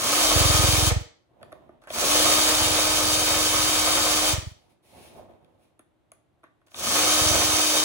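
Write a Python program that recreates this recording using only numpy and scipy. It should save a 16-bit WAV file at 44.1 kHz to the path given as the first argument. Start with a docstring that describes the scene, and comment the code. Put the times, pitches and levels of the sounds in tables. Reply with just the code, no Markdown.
"""Drilling an eggshell

Small room, microphone pair close to the table: a cordless drill bores a thick eggshell in three bursts.
Tones locked to the motor shaft whine; coloured impacts and noise make gear rattle, grinding and squeal.
A low throb of falling thuds over a hum swells now and then. In the pauses the bit taps the shell into
decaying rings, and stick-slip noise slides the egg round on its paper. Walls answer, faint air lies under."""
import sys
import numpy as np
from scipy import signal
from scipy.fft import rfft, irfft, next_fast_len
from scipy.io import wavfile
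from scipy.ndimage import map_coordinates

SR = 44100
rng = np.random.default_rng(int(sys.argv[2]) if len(sys.argv) > 2 else 0)


def digitize_waveform(pressure):
    """Quantize a signal to 16-bit integers and store it at the path in sys.argv[1].

    Rows of a 2-D input are taken as channels; values are limited to [-1, 1].
    """
    field = np.atleast_2d(pressure).T
    bounded = np.clip(field, -1, 1)
    quanta = np.round(bounded * 32767).astype(np.int16)
    wavfile.write(sys.argv[1], SR, quanta)


N = 345744

# Air of the room: (frequency [Hz], density [dB per Hz])
AIR_SPECTRUM = [(20, -24), (45, -7), (100, 1.5), (200, -8), (330, -.5), (450, -11), (600, -7), (1050, -15),
                (1600, -21), (3700, -27), (5000, -36), (11000, -37), (15500, -50)]
AIR_DB = -74  # the part common to both microphones

# Decay of the room: (frequency [Hz], t60 [s])
ROOM_DECAY = [(150, .5), (1000, .38), (5000, .42), (14000, .2)]
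# Rattle and rub sent into the room: (frequency [Hz], level [dB])
ROOM_SEND = [(300, -4), (2000, -3.5), (8000, -6.5), (14000, -11.5)]
WHINE_SEND_DB, CONTACT_SEND_DB = -12.5, -9  # the whine arrives mostly direct

# Sound bending round the camera: (frequency [Hz], lead of the left microphone [rad])
PORT_PHASE = [(0, 0), (1380, -0.5), (3010, -8.6), (6120, -11.3), (7670, -15.8), (8610, -16.0),
              (9730, -18.7), (10900, -18.9), (11900, -21.7), (13700, -22.3), (14600, -25.3), (16500, -25.0)]
# Balance of the microphones: (frequency [Hz], left minus right [dB])
BALANCE_DB = [(90, -2.5), (300, 1.5), (850, -5.5), (1250, 1), (1650, 2), (2150, -2), (2700, -3),
              (3200, 3.5), (4200, 5), (5800, -6), (7100, 3.5), (8200, 0)]
TOP_HZ = 15850  # upper band limit of the camera

# Spells of low throb: (first thud [s], length [s], thud level [dB], deep hum level [dB])
THROBS = [(0.354, 0.625, -24, -34.5), (2.097, 2.25, -45, -46.5), (2.608, 0.11, -37.5, -55.5),
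          (3.028, 0.62, -45, -58), (4.329, 0.069, -30.5, -55), (4.463, 0.0119, -33.5, -55.5),
          (7.208, 0.18, -32, -58), (7.345, 0.2, -39, -62)]
BEAT_S = .0465  # from thud to thud
THUD_RISE_DB_PER_S, HUM_RISE_DB_PER_S, THROB_FALL_DB_PER_S = 900, 100, 340

# Hand shifting its grip, sliding the egg: (start [s], length [s], dull rub [dB], skin hiss [dB])
STROKES = [(1.27, 0.74, -58, -95.5), (4.48, 0.36, -67.5, -75), (4.69, 0.07, -76, -74),
           (4.82, 0.17, -65.5, -64), (4.891, 0.39, -54.5, -56.5), (5.108, 0.27, -54, -78),
           (5.275, 0.14, -61, -86.5), (5.307, 0.54, -66, -84.5), (5.58, 0.17, -77, -76)]
STROKE_SKEW = 0.61  # below 1 a stroke swells faster than it fades
# Shell rubbing on paper: (frequency [Hz], density [dB per Hz])
RUB_SPECTRUM = [(30, -12.5), (70, -2), (220, -3), (360, -1), (470, -4), (630, 0), (830, -7.5), (1020, -9.5),
                (1300, -18.5), (2200, -24.5), (3700, -28.5), (5000, -46)]
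# Skin brushing the shell: (frequency [Hz], density [dB per Hz])
SKIN_SPECTRUM = [(800, -14), (2300, 1.5), (3600, 0), (5000, -5), (7500, -7.5), (10000, -.5), (12000, -7),
                 (15500, -10)]
# Empty shell sounding when dragged hard: (frequency [Hz], density [dB per Hz])
HOLLOW_SPECTRUM = [(300, -25), (560, -3.5), (680, 0), (820, -6), (1000, -9), (1400, -33)]
HOLLOW_ONSET_DB = -49  # level of rubbing at which the hollow sound equals it

# Taps of the bit, bumps of the egg, clicks of the drill: (time [s], low boom [dB], hollow knock [dB],
# rap [dB], hard clack [dB], bright tick [dB], scuff [dB])
TAPS = [(1.413, -58, -43, -58, -64, -78, -64), (1.429, -48, -42, -39, -43, -51, -66),
        (1.52, -49, -47, -40, -57, -61, -67), (1.526, -45, -36, -43, -48, -54, -64),
        (1.691, -46, -49, -54, -70, -74, -70), (1.819, -58, -55, -60, -59, -67, -60),
        (1.838, -62, -53, -55, -59, -66, -58), (1.873, -50, -52, -55, -49, -51, -44),
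        (1.903, -42, -36.5, -41, -28, -52.5, -49), (5.192, -51.5, -42, -55, -80, -82, -72.5),
        (5.295, -50.5, -44.5, -63, -76, -85.5, -76), (5.446, -72, -68.5, -69.5, -58, -65, -76),
        (5.793, -44, -53, -52, -54.5, -53.5, -62), (6.118, -64, -49, -49, -51, -46.5, -66),
        (6.433, -54, -56, -53, -63, -72.5, -64.5), (6.439, -50, -60, -46, -59, -62.5, -58.5),
        (6.615, -77, -65, -63, -73, -81, -76), (6.67, -74, -64, -68, -63, -66.5, -66.5),
        (6.683, -78, -72, -68, -59.5, -69, -74), (6.717, -64, -62, -57, -50, -65, -67),
        (6.744, -59, -50.5, -43, -32, -51, -48.5)]
# What a tap rings with: (frequency [Hz], level [dB], t60 [s])
RING = [(328, 0, .04), (630, 5, .035), (1160, 3, .024), (1300, -2, .022), (1540, -2, .014), (1850, 0, .018),
        (2428, -3, .01), (2900, -3, .007), (3480, 0, .011), (4450, -4, .006), (6200, -7, .012),
        (7600, -5, .008), (10200, 5, .01), (10580, -1, .012)]
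# Borders between boom, knock, rap, clack and tick: frequency [Hz]
REGISTER_BORDERS = [450, 900, 2200, 5000]
# Scuff after each tap: (frequency [Hz], density [dB per Hz])
SCUFF_SPECTRUM = [(150, -20), (600, -3.5), (900, -5.5), (1250, -1.5), (1900, 0.5), (2300, -14), (3400, -13),
                  (4500, -28.5), (10000, -38)]
SCUFF_T60_S = 0.18
# Bending waves in the shell: low modes arrive later (delay at 1 kHz) and swell over a few cycles
BLOOM_S, RISE_CYCLES = 0.0027, 0.4

# Bursts of the drill: (trigger pulled [s], let go [s], spin-up [s], length of the opening push [s],
# strength of that push [dB], squeal of the bit [dB])
BURSTS = [(-.16, 0.885, 0.16, 0.94, 1.77, -53), (1.816, 4.326, .16, 0.68, 3, -50),
          (6.665, 8, .162, 0.64, 1.5, -32.5)]
TOP_SPEED = 307.9  # motor shaft, nominal turns per second
SPIN_UP_SHAPE, COAST_S = 1.9, .24  # speed gathers on an S-curve and coasts down evenly
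GEAR_RATIO = 50  # motor turns to one turn of the chuck
GEAR_DB, GRIND_DB = -24, -32.5  # at full speed under a steady hand
IDLE_DB = -21.5  # change of the gearbox without load
SPEED_POWER, GRIND_POWER = 1.5, 1.7  # gearbox and grinding grow as these powers of speed
GRIND_PER_PUSH = 1.2  # dB of grinding per dB of push
SURGE_DB = -1  # change of level midway through spin-up
CREEP_DB = -67.5  # the gears rustle while the trigger is held
BITE_S, GRAB_S = 0.065, 0.021  # the load comes on a moment after the trigger, then builds up
UNLOAD_S, RELAX_S = 0.036, 0.089  # the load falls away on release; the opening push eases off
CHATTER_DB = -38.5  # the bit skips while its speed changes
LURCH_DB = 4  # random swing of a slow gearbox, near standstill
TOOTH_DB, RUNOUT_DB = .55, .75  # sway from uneven teeth and from the off-centre bit

# Catches of the bit in the shell: (time [s], change of grinding [dB])
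CATCHES = [(0.322, 5), (0.915, 15), (2.04, 4.5), (2.166, 3.5), (2.26, 2.5), (2.38, 4.5), (3.648, 3),
           (3.885, 3), (3.978, 6.5), (4.07, 3.5), (4.255, 1.5), (4.33, 2.5), (6.836, -3), (7.36, 4),
           (7.42, 6)]
CATCH_S = 0.009
# Motor and gear-mesh tones: (multiple of shaft speed, level [dB])
WHINE_TONES = [(1, -9.5), (2, -19), (2.45, -23), (3, -22), (4, -22), (5, -18.5), (9.8, -22), (10, -13.5),
               (12, -13), (15, -10.5), (19, -18), (23, -17.5), (25, -13), (26, -22), (29, -23), (30, -15),
               (35, -17.5)]
# Rattle of the gearbox: (frequency [Hz], density [dB per Hz])
GEARBOX_SPECTRUM = [(150, -19), (400, -10), (1450, -8.5), (1750, -4.5), (2000, -11), (2330, -5),
                    (2750, -6.5), (3060, 0.5), (3280, -1), (4100, -2.5), (4600, 0), (5150, -5), (6050, 0),
                    (6550, -2), (6850, -4.5), (7300, 1), (8600, -5.5), (9400, -3.5), (10000, -4),
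                    (10700, -9), (11600, -6.5), (13500, -14.5), (15600, -6.5)]
# Grinding of the bit: (frequency [Hz], density [dB per Hz])
GRIND_SPECTRUM = [(30, -37), (60, -12.5), (220, -17.5), (380, -9.5), (600, -2), (860, -10.5), (1000, -9),
                  (1250, -3.5), (1480, -14), (2200, -9.5), (6000, -51.5)]
# Bit ringing as it rubs in the hole: (frequency [Hz], density [dB per Hz])
SQUEAL_SPECTRUM = [(5000, -35.5), (5400, -6), (5700, -22.5), (5980, -9), (6090, 1.5), (6200, -5.5),
                   (6450, -43)]
# Likeness of the gear noise at both microphones: (frequency [Hz], shared part [0 to 1])
GEAR_ALIKE = [(300, 0.93), (2000, 0.78), (4000, 0.56), (8000, 0.54), (12000, .93)]


def amp(db):
    """Gain of a level in dB."""
    return 10 ** (np.asarray(db) / 20)


def unit(x):
    """x at rms 1."""
    return x / np.sqrt(np.mean(x ** 2) + 1e-20)


def along(points, hz):
    """Value at hz between (frequency [Hz], value) points, on a log axis."""
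    f, v = np.transpose(points)
    return np.interp(np.log(hz + 1), np.log(f + 1), v)


def clock():
    """Time of every sample in seconds."""
    return np.arange(N) / SR


def wobble(rate):
    """A smooth random curve, rate knots a second."""
    knots = rng.standard_normal(int(N * rate / SR) + 4)
    return map_coordinates(knots, [np.arange(N) * rate / SR])


def filtered(x, response):
    """x through a complex response of frequency."""
    m = next_fast_len(N + SR // 2)
    return irfft(rfft(x, m) * response(np.fft.rfftfreq(m, 1 / SR)), m)[..., :N]


def coloured(x, spectrum):
    """x through a (frequency [Hz], level [dB]) spectrum, at rms 1."""
    return unit(filtered(x, lambda hz: amp(along(spectrum, hz))))


def grit(rate, share):
    """Tiny impacts at random moments, rate a second, over a smooth rush; share is their part of the power."""
    share = np.clip(share, 0, 1)
    impacts = rng.uniform(-0.78, 1, N) * (rng.random(N) < rate / SR)
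    return np.sqrt(share) * unit(impacts) + np.sqrt(1 - share) * rng.standard_normal(N)


def ambience():
    """The faint steady air of the room, partly alike at both microphones."""
    air = coloured(rng.standard_normal((3, N)), AIR_SPECTRUM)
    return amp(AIR_DB) * (air[:2] * 1.6 + air[2])


def room(x):
    """Diffuse answer of the walls: decaying noise, different at each microphone."""
    hz, t, z = signal.stft(rng.standard_normal((2, SR // 2)), SR, nperseg=256)
    decay = amp(-60 * t / along(ROOM_DECAY, hz)[:, None])
    tail = signal.istft(z * decay, SR, nperseg=256)[1]
    tail = np.pad(tail / np.linalg.norm(tail[0]), ((0, 0), (SR // 300, 0)))
    return signal.fftconvolve(x, tail, axes=1)[:, :N]


def ports(x):
    """Direct sound bends round the camera and reaches the right microphone first."""
    sides = np.array([[.5], [-.5]])
    return filtered(x, lambda hz: np.exp(1j * np.interp(hz, *np.transpose(PORT_PHASE)) * sides))


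def lagged(x, lag):
    """A sound that reaches the left microphone lag seconds after the right."""
    sides = np.array([[-1], [1]])
    return filtered(x, lambda hz: np.exp(1j * np.pi * hz * lag * sides))


def spread(make, alike):
    """A wide source: part of its noise reaches both microphones, part is each one's own."""
    def share(hz):
        return np.clip(along(alike, hz), 0, 1)

    common = ports(filtered(make(), lambda hz: np.sqrt(share(hz))))
    own = filtered(np.array([make(), make()]), lambda hz: np.sqrt(1 - share(hz)))
    return common + own


def held(start, length, rise, fall):
    """Rise, hold and fall, with slopes in dB a second."""
    t = clock() - start
    return amp(rise * np.minimum(t, 0) - fall * np.maximum(t - length, 0))


def throb(start_hz=190, end_hz=64, glide=0.0091, width=0.0057, peak=0.012):
    """Soft low thuds in even succession, each falling in pitch, over a deep hum at twice their rate."""
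    out = np.zeros(N)
    for start, length, thud_db, hum_db in THROBS:
        thud = amp(thud_db) * held(start, length, THUD_RISE_DB_PER_S, THROB_FALL_DB_PER_S)
        hum = amp(hum_db) * held(start, length, HUM_RISE_DB_PER_S, THROB_FALL_DB_PER_S)
        t = (clock() - start + .0006 * wobble(12)) % BEAT_S  # the beat drifts a little
        cycles = end_hz * t + (start_hz - end_hz) * glide * (1 - np.exp(-t / glide))
        bump = np.exp(-.5 * (np.log((t + 1e-6) / peak) * peak / width) ** 2) * (1 - t / BEAT_S)
        out += thud * unit(-bump * np.sin(2 * np.pi * cycles))
        out += hum * unit(np.sin(4 * np.pi * t / BEAT_S))
    return out * amp(1.1 * wobble(11))


def swell(start, length):
    """The smooth rise and fall of one stroke of the hand."""
    progress = np.clip((clock() - start) / length, 0, 1)
    return np.sin(np.pi * progress ** STROKE_SKEW) ** 2


def handling():
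    """The shell rubs on the paper while skin brushes over it; both stick and slip."""
    rub = sum(amp(rub_db) * swell(s, length) for s, length, rub_db, _ in STROKES)
    skin = sum(amp(skin_db) * swell(s, length) for s, length, _, skin_db in STROKES)
    slip = amp(2.9 * wobble(33))
    dull = rub * slip * coloured(grit(rate=270, share=0.56), RUB_SPECTRUM)
    drag = rub ** 2 / amp(HOLLOW_ONSET_DB)  # grows faster than the rub itself
    hollow = drag * slip * coloured(grit(rate=350, share=0.4), HOLLOW_SPECTRUM)
    hiss = skin * amp(1.8 * wobble(39)) * coloured(grit(rate=4800, share=0.43), SKIN_SPECTRUM)
    return dull + hollow + hiss


def taps():
    """Each contact gives a bright tick of steel, then ever lower rings of the hollow shell, and a short scuff."""
    out, scuff = np.zeros(N + SR), np.zeros(N + SR)
    t = np.arange(SR // 4) / SR
    hz, level, t60 = np.transpose(RING)[:, :, None]
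    delay = BLOOM_S * np.sqrt(1000 / hz)
    age = np.maximum(t - delay + delay.min(), 0)
    register = np.searchsorted(REGISTER_BORDERS, hz)
    for s, boom_db, knock_db, rap_db, clack_db, tick_db, scuff_db in TAPS:
        chance = rng.standard_normal((len(RING), 2))  # each blow varies level and pitch of each mode
        force = amp([boom_db, knock_db, rap_db, clack_db, tick_db])[register]
        blow = force * (1 - np.exp(-age * hz / RISE_CYCLES))
        decay = amp(level + 2.5 * chance[:, :1] - 60 * age / t60)
        modes = blow * decay * np.sin(2 * np.pi * hz * (1 + 0.03 * chance[:, 1:]) * age)
        crack = amp(tick_db - 60 * t / 0.006) * rng.standard_normal(len(t))
        first = round(s * SR)
        out[first:][:len(t)] += modes.sum(0) + crack
        scuff[first:][:len(t)] += amp(scuff_db - 60 * t / SCUFF_T60_S)
    return out[:N] + scuff[:N] * coloured(grit(rate=5700, share=0.42), SCUFF_SPECTRUM)


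def drive():
    """Shaft speed and the gains of gearbox, grinding, squeal and skipping, from trigger, load and push."""
    t = clock()
    speed, gear, grind, squeal, skip = np.zeros((5, N))
    catch_db = sum(db * np.exp(-.5 * ((t - s) / CATCH_S) ** 2) for s, db in CATCHES)
    for on, off, spin_up_s, push_s, push_db, squeal_db in BURSTS:
        pulled, released = np.maximum(t - on, 0), np.maximum(t - off, 0)
        spin_up = 1 - np.exp(-(pulled / spin_up_s) ** SPIN_UP_SHAPE)
        pace = spin_up * np.maximum(1 - released / COAST_S, 0)
        load = 1 - np.exp(-np.maximum(pulled - BITE_S, 0) / GRAB_S)
        load *= np.exp(-released / UNLOAD_S)
        midway = np.sin(np.pi * pace ** 2)  # greatest between standstill and full speed
        push = push_db * (1 - np.tanh((pulled - push_s) / (2 * RELAX_S))) / 2
        push += SURGE_DB * midway * (t < off)
        speed += TOP_SPEED * pace
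        gear += pace ** SPEED_POWER * amp(GEAR_DB + push + IDLE_DB * (1 - load))
        gear += amp(CREEP_DB) * (t > on) * (t < off)
        grind += pace ** GRIND_POWER * load * amp(GRIND_DB + GRIND_PER_PUSH * push + catch_db)
        squeal += pace ** 2 * load * amp(squeal_db + push)
        skip += midway * load * amp(CHATTER_DB)
    return speed, gear, grind, squeal, skip


def chatter(rate=420, soft_hz=3900):
    """Before it runs smoothly the bit skips on the shell, and every skip rings it."""
    t = np.arange(SR // 20) / SR
    ring = np.zeros(len(t))
    for hz, db, t60 in RING:
        softness = 1 + (hz / soft_hz) ** 4  # weakens the high modes
        ring += amp(db - 60 * t / t60) / softness * np.sin(2 * np.pi * hz * t)
    return unit(signal.fftconvolve(grit(rate=rate, share=.85), ring)[:N])


def grinding(speed, surge_db=1.76, split_hz=850):
    """Cutting edges catch and slip on chalky shell; lower and upper resonances surge each on their own."""
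    bite = amp(1.4 * wobble(110))
    lower, upper = amp(surge_db * wobble(28)), amp(surge_db * wobble(28))

    def scrape():
        rasp = coloured(grit(rate=2.5 * speed, share=.45) * bite, GRIND_SPECTRUM)
        low = filtered(rasp, lambda hz: 1 / (1 + (hz / split_hz) ** 6))
        return unit(lower * low + upper * (rasp - low))
    return spread(scrape, [(1000, 0.83)])


def whining(turns):
    """Tones at multiples of the shaft speed flutter as the gears shift in their play, the high ones most."""
    whine = np.zeros(N)
    for order, db in WHINE_TONES:
        flutter = amp((1 + .04 * order) * wobble(40))
        phase = 2 * np.pi * order * turns + 0.055 * order ** .5 * wobble(45)
        whine += amp(db) * flutter * np.sin(phase)
    return whine


def drill():
    """Rattle with grinding and squeal, and the whine apart; speed and load of the motor drive them all."""
    speed, gear, grind, squeal, skip = drive()
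    turns = np.cumsum(speed * (1 + .0009 * wobble(20))) / SR  # the load makes the speed waver
    chuck = turns / GEAR_RATIO
    # uneven teeth load the gears in a pattern that comes back with each turn of the chuck
    teeth = rng.standard_normal(size=12)
    load = unit(map_coordinates(teeth - teeth.mean(), [chuck % 1 * len(teeth)], mode="grid-wrap"))
    sway = amp(TOOTH_DB * load + RUNOUT_DB * np.sin(2 * np.pi * chuck))
    lurch = amp(LURCH_DB * (1 - speed / TOP_SPEED) * wobble(60))
    mesh = sway * amp(1.3 * np.cos(2 * np.pi * turns))

    def gear_noise():
        return coloured(grit(rate=8 * speed, share=0.43) * mesh, GEARBOX_SPECTRUM)

    def squeal_noise():
        return coloured(rng.standard_normal(N), SQUEAL_SPECTRUM)

    rattle = gear * lurch * spread(gear_noise, GEAR_ALIKE)
    scrape = grind * grinding(speed) + skip * ports(chatter())
    ringing = squeal * sway * spread(squeal_noise, GEAR_ALIKE)
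    singing = (speed / TOP_SPEED) ** 6  # the tones come out only near full speed
    return rattle + scrape + ringing, gear * singing * whining(turns)


def scene():
    """Drill, egg and room at the two microphones."""
    rattle, whine = drill()
    contacts = ports(taps())
    noisy = rattle + spread(handling, [(1000, 0.4)])
    direct = noisy + contacts + lagged(whine, lag=.00008) + lagged(throb(), lag=.0017)
    sent = filtered(noisy, lambda hz: amp(along(ROOM_SEND, hz)))
    sent = sent + amp(WHINE_SEND_DB) * whine + amp(CONTACT_SEND_DB) * contacts
    both = direct + room(sent)
    sides = np.array([[.5], [-.5]])
    return filtered(both, lambda hz: amp(along(BALANCE_DB, hz) * sides)) + ambience()


def record(dry):
    """The camera cuts the deepest bass and falls away steeply at its band limit."""
    def band(hz):
        bass_cut = hz ** 8 / (hz ** 8 + 33 ** 8)
        return bass_cut / (1 + (hz / TOP_HZ) ** 160)
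    return filtered(dry, band)


dry = scene()
out = record(dry)
digitize_waveform(out)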